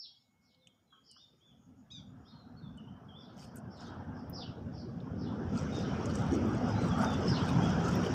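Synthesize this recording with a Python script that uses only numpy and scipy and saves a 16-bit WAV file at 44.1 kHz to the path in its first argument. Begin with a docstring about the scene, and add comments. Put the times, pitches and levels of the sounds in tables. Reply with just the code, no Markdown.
"""A low rumble, like a vehicle on a nearby road, swells from almost nothing: coloured noise under level curves.
Outdoors, hands work a green stem into a wad of dry coconut fibre: grains scrape and crackle,
noise bursts snap, low noise bumps. Birds rasp, whistle and call nasally with swept sines and diffuse echo.
A far insect trills, faint hollow knocks ring; a broad mottled hiss of road and fibre rises sharply near 5.5 s."""
import sys
import numpy as np
from scipy import signal
from scipy.fft import rfft, irfft, next_fast_len
from scipy.io import wavfile
from scipy.ndimage import map_coordinates

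SR = 44100
rng = np.random.default_rng(int(sys.argv[2]) if len(sys.argv) > 2 else 0)


def unload_wav(signal):
    """Save mono or channel-first audio to the path in sys.argv[1] as 16-bit WAV at rate SR, clipped to [-1, 1]."""
    wavfile.write(
        sys.argv[1],
        SR,
        np.round(np.clip(np.atleast_2d(signal).T, -1, 1) * 32767).astype(np.int16),
    )


N = 358971
TOP_HZ = 15600  # upper band limit

# Harsh falling chirps, some broken off early. Each row: start in seconds, length in seconds, level in dB.
RASPS = [(-.038, 0.11, -47.5), (0.403, 0.12, -71), (1.03, 0.075, -59), (1.127, 0.075, -63.5),
         (2.223, 0.12, -68.5), (3.161, 0.13, -64), (3.351, 0.076, -60.5), (3.687, 0.13, -62),
         (3.764, 0.15, -59.5), (4.128, .06, -65.5), (4.324, .125, -47), (4.712, 0.086, -56.5),
         (5.156, 0.16, -58), (5.739, 0.14, -53), (7.266, 0.17, -41)]
# Course of one chirp. 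Each row: seconds after its start, pitch in Hz, relative level in dB.
RASP_COURSE = [(0, 4830, -10), (.03, 5440, 1), (.068, 4390, -6.5), (.113, 2950, -3.5), (.125, 2880, -23)]
# Fainter birds are further off and have more echo.
RASP_NEAR_DB, RASP_NEAR_ECHO_SHARE, RASP_ECHO_SHARE_PER_DB = -52.5, 0.59, 0.7

# Engine rumble. Each row: time in seconds, level in dB.
RUMBLE_LEVEL = [(0, -76.5), (1.46, -72), (1.52, -62.5), (2.2, -50), (2.36, -55.5), (2.68, -46.5),
                (3.15, -54.5), (4.0, -45), (5.12, -42), (5.24, -36), (6.45, -32), (6.6, -35), (6.83, -31),
                (7.18, -33), (7.6, -29.5), (8.14, -32.5)]
# Low middle of the vehicle. Each row: time in seconds, level in dB.
BODY_LEVEL = [(0, -90), (1.4, -77.5), (3.2, -62.5), (3.9, -56), (5.1, -51.5), (5.6, -43), (8.14, -40)]
# Tyre roar. Each row: time in seconds, level in dB.
ROAR_LEVEL = [(0.0, -85.5), (1.4, -81.5), (2.3, -66), (2.8, -64), (3.78, -57.5), (3.83, -52.5),
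              (4.35, -54.5), (4.87, -62.5), (5.35, -50.5), (6.979, -41), (7.03, -36.5), (7.23, -43),
              (7.41, -38.5), (8.14, -41)]
# Rumble spectrum. Each row: frequency in Hz, relative density in dB per Hz.
RUMBLE_SPECTRUM = [(20, -37), (60, -11), (88, 0), (180, -0.5), (262, -0.5), (305, -14), (400, -52)]
# Low-middle spectrum. Each row: frequency in Hz, relative density in dB per Hz.
BODY_SPECTRUM = [(230, -6.5), (310, 1), (500, -2), (650, -9.5), (950, -42)]
# Tyre spectrum. Each row: frequency in Hz, relative density in dB per Hz.
ROAR_SPECTRUM = [(450, -5), (740, 6), (1080, -1), (1300, 2), (1600, -3), (1900, -15.5), (2400, -27),
                 (3300, -22), (5000, -70)]
# Single wavering notes: two faint early, three stronger as the vehicle nears.
# Each row: peak time in seconds, width in seconds, middle pitch in Hz, peak level in dB.
DRONES = [(.62, .06, 511, -78), (.5, .22, 2200, -83), (7.68, .2, 177, -33), (7.53, .12, 148, -35),
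          (7.05, .05, 890, -44)]
# Brief dips of the rumble. Each entry: centre in seconds.
LULLS_S = [1.871, 2.279, 3.025, 3.52, 3.74, 5.381]
LULL_WIDTH_S, LULL_DEPTH_DB = 0.024, 8

# Broad hiss of road and handled fibre. Each row: time in seconds, level in dB.
HISS_LEVEL = [(0, -92.5), (3.6, -79), (5.0, -74.5), (5.45, -67.5), (5.6, -57), (6.6, -56), (7.2, -52),
              (8.1, -51)]
# Hiss spectrum. Each row: frequency in Hz, relative density in dB per Hz.
HISS_SPECTRUM = [(1200, -12.5), (1900, 0), (3400, -1.5), (4200, -14), (5000, -3), (5700, 0), (6400, -10.5),
                 (9500, -35), (15500, -34)]

# Far insect. Each row: time in seconds, level in dB before the chirp shaping, middle pitch in Hz.
INSECT = [(0, -90, 6830), (1.2, -87, 6800), (1.55, -79, 6600), (2, -82, 6850), (3, -104, 6700)]
INSECT_CHIRPS_PER_S = 6.5  # mean rate

# Strokes over the fibre. Each row: peak time in seconds, width in seconds, scrape level in dB,
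# bright crackle in dB relative to the scrape.
STROKES = [(3.424, 0.032, -62, -7), (3.572, 0.013, -74, 12), (3.84, 0.048, -67.5, -14),
           (5.586, 0.023, -54, -25), (5.78, 0.03, -60.5, -29), (6.17, 0.062, -57, -28),
           (6.335, 0.03, -56, -23), (6.52, 0.043, -72, -17), (6.7, 0.015, -60.5, -18),
           (6.855, 0.03, -56.5, -25), (7.026, 0.023, -46.5, -19), (7.14, 0.033, -59.5, -17),
           (7.3, .02, -59, -15), (7.49, 0.037, -53.5, -18), (7.64, 0.04, -64, -21), (7.9, 0.05, -54, -12),
           (8.05, 0.028, -54.5, -17)]
# Scrape spectrum. Each row: frequency in Hz, relative density in dB per Hz.
SCRAPE_SPECTRUM = [(1500, -11), (2800, 8.5), (4200, 2.5), (5200, 10.5), (6500, 3.5), (8200, -5),
                   (10000, -24.5), (15500, -28)]
# Crackle spectrum. Each row: frequency in Hz, relative density in dB per Hz.
CRACKLE_SPECTRUM = [(4000, 6), (7000, 23), (15500, 3)]
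RESTING_DB = -13  # faint creak between strokes, relative to the hiss
SMEAR_T60_S, SMEAR_POWER_SHARE = 0.028, 0.38  # short noisy smear of fibre and snaps

# Snaps of stem and fibre. Each row: start in seconds, peak in dB before the smear, centre in Hz.
SNAPS = [(.546, -54.5, 3900), (0.671, -48, 2970), (.672, -51, 7240), (1.114, -41.5, 8000),
         (2.774, -55.5, 7900), (3.558, -43.5, 12200), (3.57, -45, 7850), (4.298, -40.5, 13530),
         (5.003, -48, 3670), (5.576, -38, 4800), (6.057, -37, 6500), (6.155, -34, 6800), (6.322, -52, 8500),
         (6.473, -54.5, 14000), (6.548, -50, 7360), (6.886, -55, 7600), (6.99, -46, 12100),
         (7.024, -47, 8450), (7.036, -46, 10500), (7.104, -53, 10000), (7.703, -41, 6600),
         (7.954, -42.5, 13600)]
SNAP_RISE_S, SNAP_T60_S = 0.00018, 0.0041
SNAP_HALF_WIDTH = 0.13  # half bandwidth over centre

# Whistled notes that slide down. Each row: start in seconds, length in seconds, middle pitch in Hz, level in dB.
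SLURS = [(0.58, 0.047, 4020, -77), (0.614, 0.062, 3570, -71), (0.683, 0.046, 3240, -72.5),
         (0.866, 0.071, 3940, -82.5), (0.904, 0.069, 3240, -65.5), (1.089, 0.062, 2980, -66.5),
         (2.619, 0.076, 3550, -64), (2.774, 0.041, 2895, -61), (3.083, 0.048, 3210, -59.5),
         (6.902, 0.047, 3300, -51), (7.042, 0.12, 3540, -51)]
SLUR_FALL_OCT = 0.14
# Whistled arches. Each row: start in seconds, length in seconds, first, middle and last pitch in Hz, level in dB.
ARCHES = [(1.156, 0.109, 2870, 3640, 3410, -63.5), (1.403, 0.13, 3060, 3520, 2940, -68.5),
          (2.25, 0.091, 3050, 3760, 3140, -66.5), (2.275, .19, 4090, 4230, 3750, -68.5),
          (2.565, 0.043, 4280, 4420, 3950, -65.5), (2.872, 0.029, 2710, 3100, 2980, -63),
          (3.132, 0.093, 2940, 3560, 3260, -57.5), (5.715, 0.111, 3750, 3680, 3580, -54),
          (6.64, 0.11, 4720, 5110, 4970, -58), (6.74, 0.11, 3750, 4100, 3780, -58.5),
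          (7.6, 0.091, 3100, 3310, 3240, -49)]
WHISTLE_ECHO_SHARE, WHISTLE_T60_S = 0.42, 0.48  # share of power
ECHO_BUILD_S = 0.0043  # time constant of the echo's build-up

# Faint hollow knocks. Each row: start in seconds, level in dB, decay t60 in seconds.
KNOCKS = [(0.923, -65.5, 0.31), (1.162, -61, 0.058)]
# Knock partials. Each row: middle frequency in Hz, relative level in dB.
KNOCK_PARTIALS = [(1090, -2), (1290, 0), (1530, -4)]

# One near nasal call. Each row: time in seconds, pitch in Hz, level in dB.
NASAL = [(1.901, 1050, -66), (1.917, 1274, -54.5), (1.984, 1160, -58.5), (2.012, 1080, -71)]
# Its partials. Each row: multiple of the pitch, middle relative level in dB.
NASAL_PARTIALS = [(2, -17), (3, 4), (4, -11), (5, -9.5), (6, -25)]

# Dull handling bumps. Each row: peak time in seconds, width in seconds, level in dB.
BUMPS = [(6.33, 0.0081, -25.5), (6.366, 0.019, -29.5), (6.47, 0.057, -32.5)]
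# Bump spectrum. Each row: frequency in Hz, relative density in dB per Hz.
BUMP_SPECTRUM = [(160, -17), (230, 0.5), (500, -18)]


def amp(db):
    """Decibels to gain."""
    return 10 ** (np.asarray(db) / 20)


def unit(x):
    """Scale to rms 1."""
    return x / np.sqrt(np.mean(x ** 2) + 1e-20)


def clock(length_s):
    """Sample times over a length."""
    return np.arange(int(length_s * SR)) / SR


def curves(rows, t):
    """Each column after the time, interpolated at the times t."""
    s, *cols = np.transpose(rows)
    return [np.interp(t, s, c) for c in cols]


def bell(t, s, width_s):
    """Gaussian rise and fall that peaks at time s."""
    return np.exp(-.5 * ((t - s) / width_s) ** 2)


def wobble(knots_per_s, size=N):
    """Smooth random curve."""
    knots = rng.standard_normal(int(size * knots_per_s / SR) + 4)
    return map_coordinates(knots, [np.arange(size) * knots_per_s / SR])


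def filtered(x, response):
    """Multiply the spectrum of x by a response of frequency."""
    m = next_fast_len(len(x) + 8192)
    return irfft(rfft(x, m) * response(np.fft.rfftfreq(m, 1 / SR)), m)[:len(x)]


def coloured(x, spectrum):
    """Shape x by a (Hz, dB) spectrum, at rms 1."""
    f, db = np.transpose(spectrum)

    def response(hz):
        return amp(np.interp(np.log(hz + 1), np.log(f), db, left=-120, right=-120))

    return unit(filtered(x, response))


def mottled(x, depth_db, size_bins=8):
    """Random gain patches over time and frequency come and go."""
    z = signal.stft(x, nperseg=1024)[2]
    patch = np.outer(np.hanning(size_bins), np.hanning(7))
    field = signal.fftconvolve(rng.standard_normal(z.shape), patch, "same")
    return signal.istft(z * amp(depth_db * unit(field)), nperseg=1024)[1][:N]


def rush(spectrum, depth_db, size_bins=8):
    """Coloured noise with drifting patches of gain."""
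    return coloured(mottled(rng.standard_normal(N), depth_db, size_bins), spectrum)


def tone(hz):
    """Sine at rms 1 that follows a pitch curve."""
    return np.sqrt(2) * np.sin(2 * np.pi * np.cumsum(hz) / SR)


def add(track, s, sound):
    """Mix a sound into the track at time s, cut at the track's ends."""
    i = round(s * SR)
    part = sound[max(-i, 0):len(track) - i]
    track[max(i, 0):max(i, 0) + len(part)] += part


def trees(x, t60_s):
    """Diffuse echo from leaves, trunks and walls; it builds up as the paths multiply."""
    t = clock(.5)
    tail = rng.standard_normal(len(t)) * amp(-60 * t / t60_s) * (1 - np.exp(-t / ECHO_BUILD_S))
    return signal.fftconvolve(x, tail / np.linalg.norm(tail))


def add_call(track, s, call, echo_share, t60_s):
    """Mix in a call and its echo, which takes the given share of the power."""
    add(track, s, np.sqrt(1 - echo_share) * call)
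    add(track, s, np.sqrt(echo_share) * trees(call, t60_s))


def raspers():
    """A falling sweep, torn into a harsh band by fast irregular flutter of pitch and level."""
    out = np.zeros(N)
    throat = signal.butter(6, [2700, 6100], "band", fs=SR, output="sos")
    for s, length_s, db in RASPS:
        t = clock(length_s)
        hz, shape_db = curves(RASP_COURSE, t)
        distance_db = max(RASP_NEAR_DB - db, 0)
        echo_share = min(RASP_NEAR_ECHO_SHARE + RASP_ECHO_SHARE_PER_DB * distance_db, 1)
        voice = tone(hz + 220 * wobble(1100, len(t))) * amp(3 * wobble(600, len(t)))
        voice = unit(signal.sosfilt(throat, voice)) * signal.windows.tukey(len(t), .22)
        t60_s = 0.49 * np.sqrt(echo_share)  # far birds ring on longer
        add_call(out, s, amp(db + shape_db) * voice, echo_share, t60_s)
    return mottled(out, depth_db=3)


def vehicle(t):
    """Engine rumble and tyre roar grow as it nears; single wavering notes come and go."""
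    rumble_db, body_db, roar_db = (curves(rows, t)[0] for rows in (RUMBLE_LEVEL, BODY_LEVEL, ROAR_LEVEL))
    rumble_db = rumble_db - LULL_DEPTH_DB * sum(bell(t, s, LULL_WIDTH_S) for s in LULLS_S)
    out = amp(rumble_db + 0.35 * wobble(10)) * rush(RUMBLE_SPECTRUM, depth_db=2.5)
    out += amp(body_db) * rush(BODY_SPECTRUM, depth_db=3.0)
    out += amp(roar_db + 0.82 * wobble(11)) * rush(ROAR_SPECTRUM, depth_db=3.0)
    for s, width_s, hz, db in DRONES:
        out += amp(db) * bell(t, s, width_s) * tone(hz + (2 + 0.0142 * hz) * wobble(40))
    return out


def broad_hiss(t):
    """Broad mottled noise of road and handled fibre, rising sharply near 5.5 s."""
    level_db = curves(HISS_LEVEL, t)[0] + 0.71 * wobble(9.7)
    return amp(level_db) * rush(HISS_SPECTRUM, depth_db=3, size_bins=11)


def microphone_hiss():
    """Faint steady white noise."""
    return amp(-89.0) * rng.standard_normal(N)


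def insect(t):
    """A thin, shrill shimmer in separate, uneven chirps, heard only as echo through the trees."""
    db, hz = curves(INSECT, t)
    chirps = np.abs(np.sin(np.pi * INSECT_CHIRPS_PER_S * t + wobble(6.7))) ** 3
    shimmer = amp(db) * chirps * tone(hz * (1 + .02 * wobble(600)))
    return trees(shimmer, WHISTLE_T60_S / 2)[:N]


def grains(per_s, cycles):
    """Single strands flick at random: each rings for a few cycles at its own pitch and size."""
    when, pitch, chance = rng.random((int(per_s * N / SR), 3)).T
    hz = 1800 * (TOP_HZ / 1800) ** pitch[:, None]
    size = amp(-3.2 * np.log(.01 + chance))[:, None] * (hz / TOP_HZ) ** 1.5
    t = clock(.003)
    decay = np.exp(-2 * hz * t / cycles) * (1 - t / t[-1])
    rings = size * np.sin(2 * np.pi * hz * t) * decay
    places = (when * N).astype(int)[:, None] + np.arange(len(t))
    return np.bincount(places.ravel(), rings.ravel(), N)[:N]


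def fibre(t):
    """Each stroke makes many strands scrape and a few break brightly; the held wad creaks in between."""
    scrape, crackle = amp(curves(HISS_LEVEL, t)[0] + RESTING_DB), np.zeros(N)
    for s, width_s, db, bright_db in STROKES:
        pressure = amp(db) * bell(t, s, width_s)
        scrape += pressure
        crackle += pressure * amp(bright_db)
    catch = amp(2.24 * wobble(70))  # strands catch and slip in clumps
    rubbed = coloured(mottled(grains(1500, cycles=10), depth_db=3.5, size_bins=13), SCRAPE_SPECTRUM)
    broken = coloured(mottled(grains(2000, cycles=5), depth_db=3, size_bins=13), CRACKLE_SPECTRUM)
    return catch * (scrape * rubbed + crackle * broken)


def smeared(x):
    """A short noisy smear softens fibre and snaps: part of the power passes through decaying noise."""
    t = clock(.03)
    tail = rng.standard_normal(len(t)) * amp(-60 * t / SMEAR_T60_S)
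    smear = signal.fftconvolve(x, tail / np.linalg.norm(tail))[:N]
    return np.sqrt(1 - SMEAR_POWER_SHARE) * x + np.sqrt(SMEAR_POWER_SHARE) * smear


def snaps():
    """A stiff strand lets go: a short tick in a narrow band around its own centre, then a short shiver."""
    out, t = np.zeros(N), clock(.06)
    for s, db, centre_hz in SNAPS:
        decay = amp(-60 * t / SNAP_T60_S) + .07 * amp(-60 * t / .07)  # tick + shiver of its neighbours
        burst = rng.standard_normal(len(t)) * decay * (1 - np.exp(-t / SNAP_RISE_S))
        edges_hz = np.minimum(centre_hz * np.exp([-SNAP_HALF_WIDTH, SNAP_HALF_WIDTH]), TOP_HZ)
        tick = signal.sosfilt(signal.butter(2, edges_hz, "band", fs=SR, output="sos"), burst)
        add(out, s, amp(db) * tick / np.abs(tick).max())
    return out


def whistler():
    """Fluttering sine notes of two shapes, a falling slur and an arch, with echo from the trees."""
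    out, half_fall = np.zeros(N), 2 ** (SLUR_FALL_OCT / 2)
    slurs = [(s, length_s, hz * half_fall, hz, hz / half_fall, db) for s, length_s, hz, db in SLURS]
    for s, length_s, first_hz, middle_hz, last_hz, db in slurs + list(ARCHES):
        u = clock(length_s) / length_s
        hz = np.polyval(np.polyfit([0, .5, 1], [first_hz, middle_hz, last_hz], 2), u)
        swell = np.sqrt(np.sin(np.pi * u)) * amp(db + 2.6 * wobble(119.5, len(u)))
        note = swell * tone(hz * (1 + .011 * wobble(280, len(u))))
        add_call(out, s, note, WHISTLE_ECHO_SHARE, WHISTLE_T60_S)
    return out


def knocks():
    """Something hollow is tapped further off: unsteady partials ring and die away."""
    out, t = np.zeros(N), clock(.3)
    for s, db, t60_s in KNOCKS:
        ring = sum(amp(level_db) * tone(hz * (1 + .04 * wobble(500, len(t)))) for hz, level_db in KNOCK_PARTIALS)
        envelope = amp(db - 60 * t / t60_s) * (1 - np.exp(-t / 0.0017))
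        add_call(out, s, envelope * ring, echo_share=0.18, t60_s=0.2)
    return out


def nasal_bird():
    """A harmonic call whose third partial carries it; the weaker partials flicker."""
    out, start_s = np.zeros(N), NASAL[0][0]
    t = start_s + clock(NASAL[-1][0] - start_s)
    hz, db = curves(NASAL, t)
    hz = hz * (1 + .012 * wobble(700, len(t)))
    call = np.zeros(len(t))
    for multiple, level_db in NASAL_PARTIALS:
        flicker = 1 + .16 * wobble(70, len(t))  # scales the dB value
        call += amp(level_db * flicker) * tone(round(multiple) * hz)
    add_call(out, start_s, amp(db) * signal.windows.tukey(len(t), .1) * call, echo_share=.3, t60_s=.3)
    return out


def bumps(t):
    """Hands shove the stem home with a few dull, low pushes."""
    push = sum(amp(db) * bell(t, s, width_s) for s, width_s, db in BUMPS)
    return push * coloured(rng.standard_normal(N), BUMP_SPECTRUM)


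def scene():
    """Road, birds, insect, hands and knocks at one microphone."""
    t = np.arange(N) / SR
    wildlife = raspers() + insect(t) + whistler() + nasal_bird()
    hands = smeared(fibre(t) + snaps()) + bumps(t)
    return (vehicle(t) + broad_hiss(t) + microphone_hiss() + wildlife + hands + knocks())[None]


def record(dry):
    """Remove everything from the band limit up."""
    return filtered(dry[0], lambda hz: hz < TOP_HZ)[None]


dry = scene()
out = record(dry)
unload_wav(out)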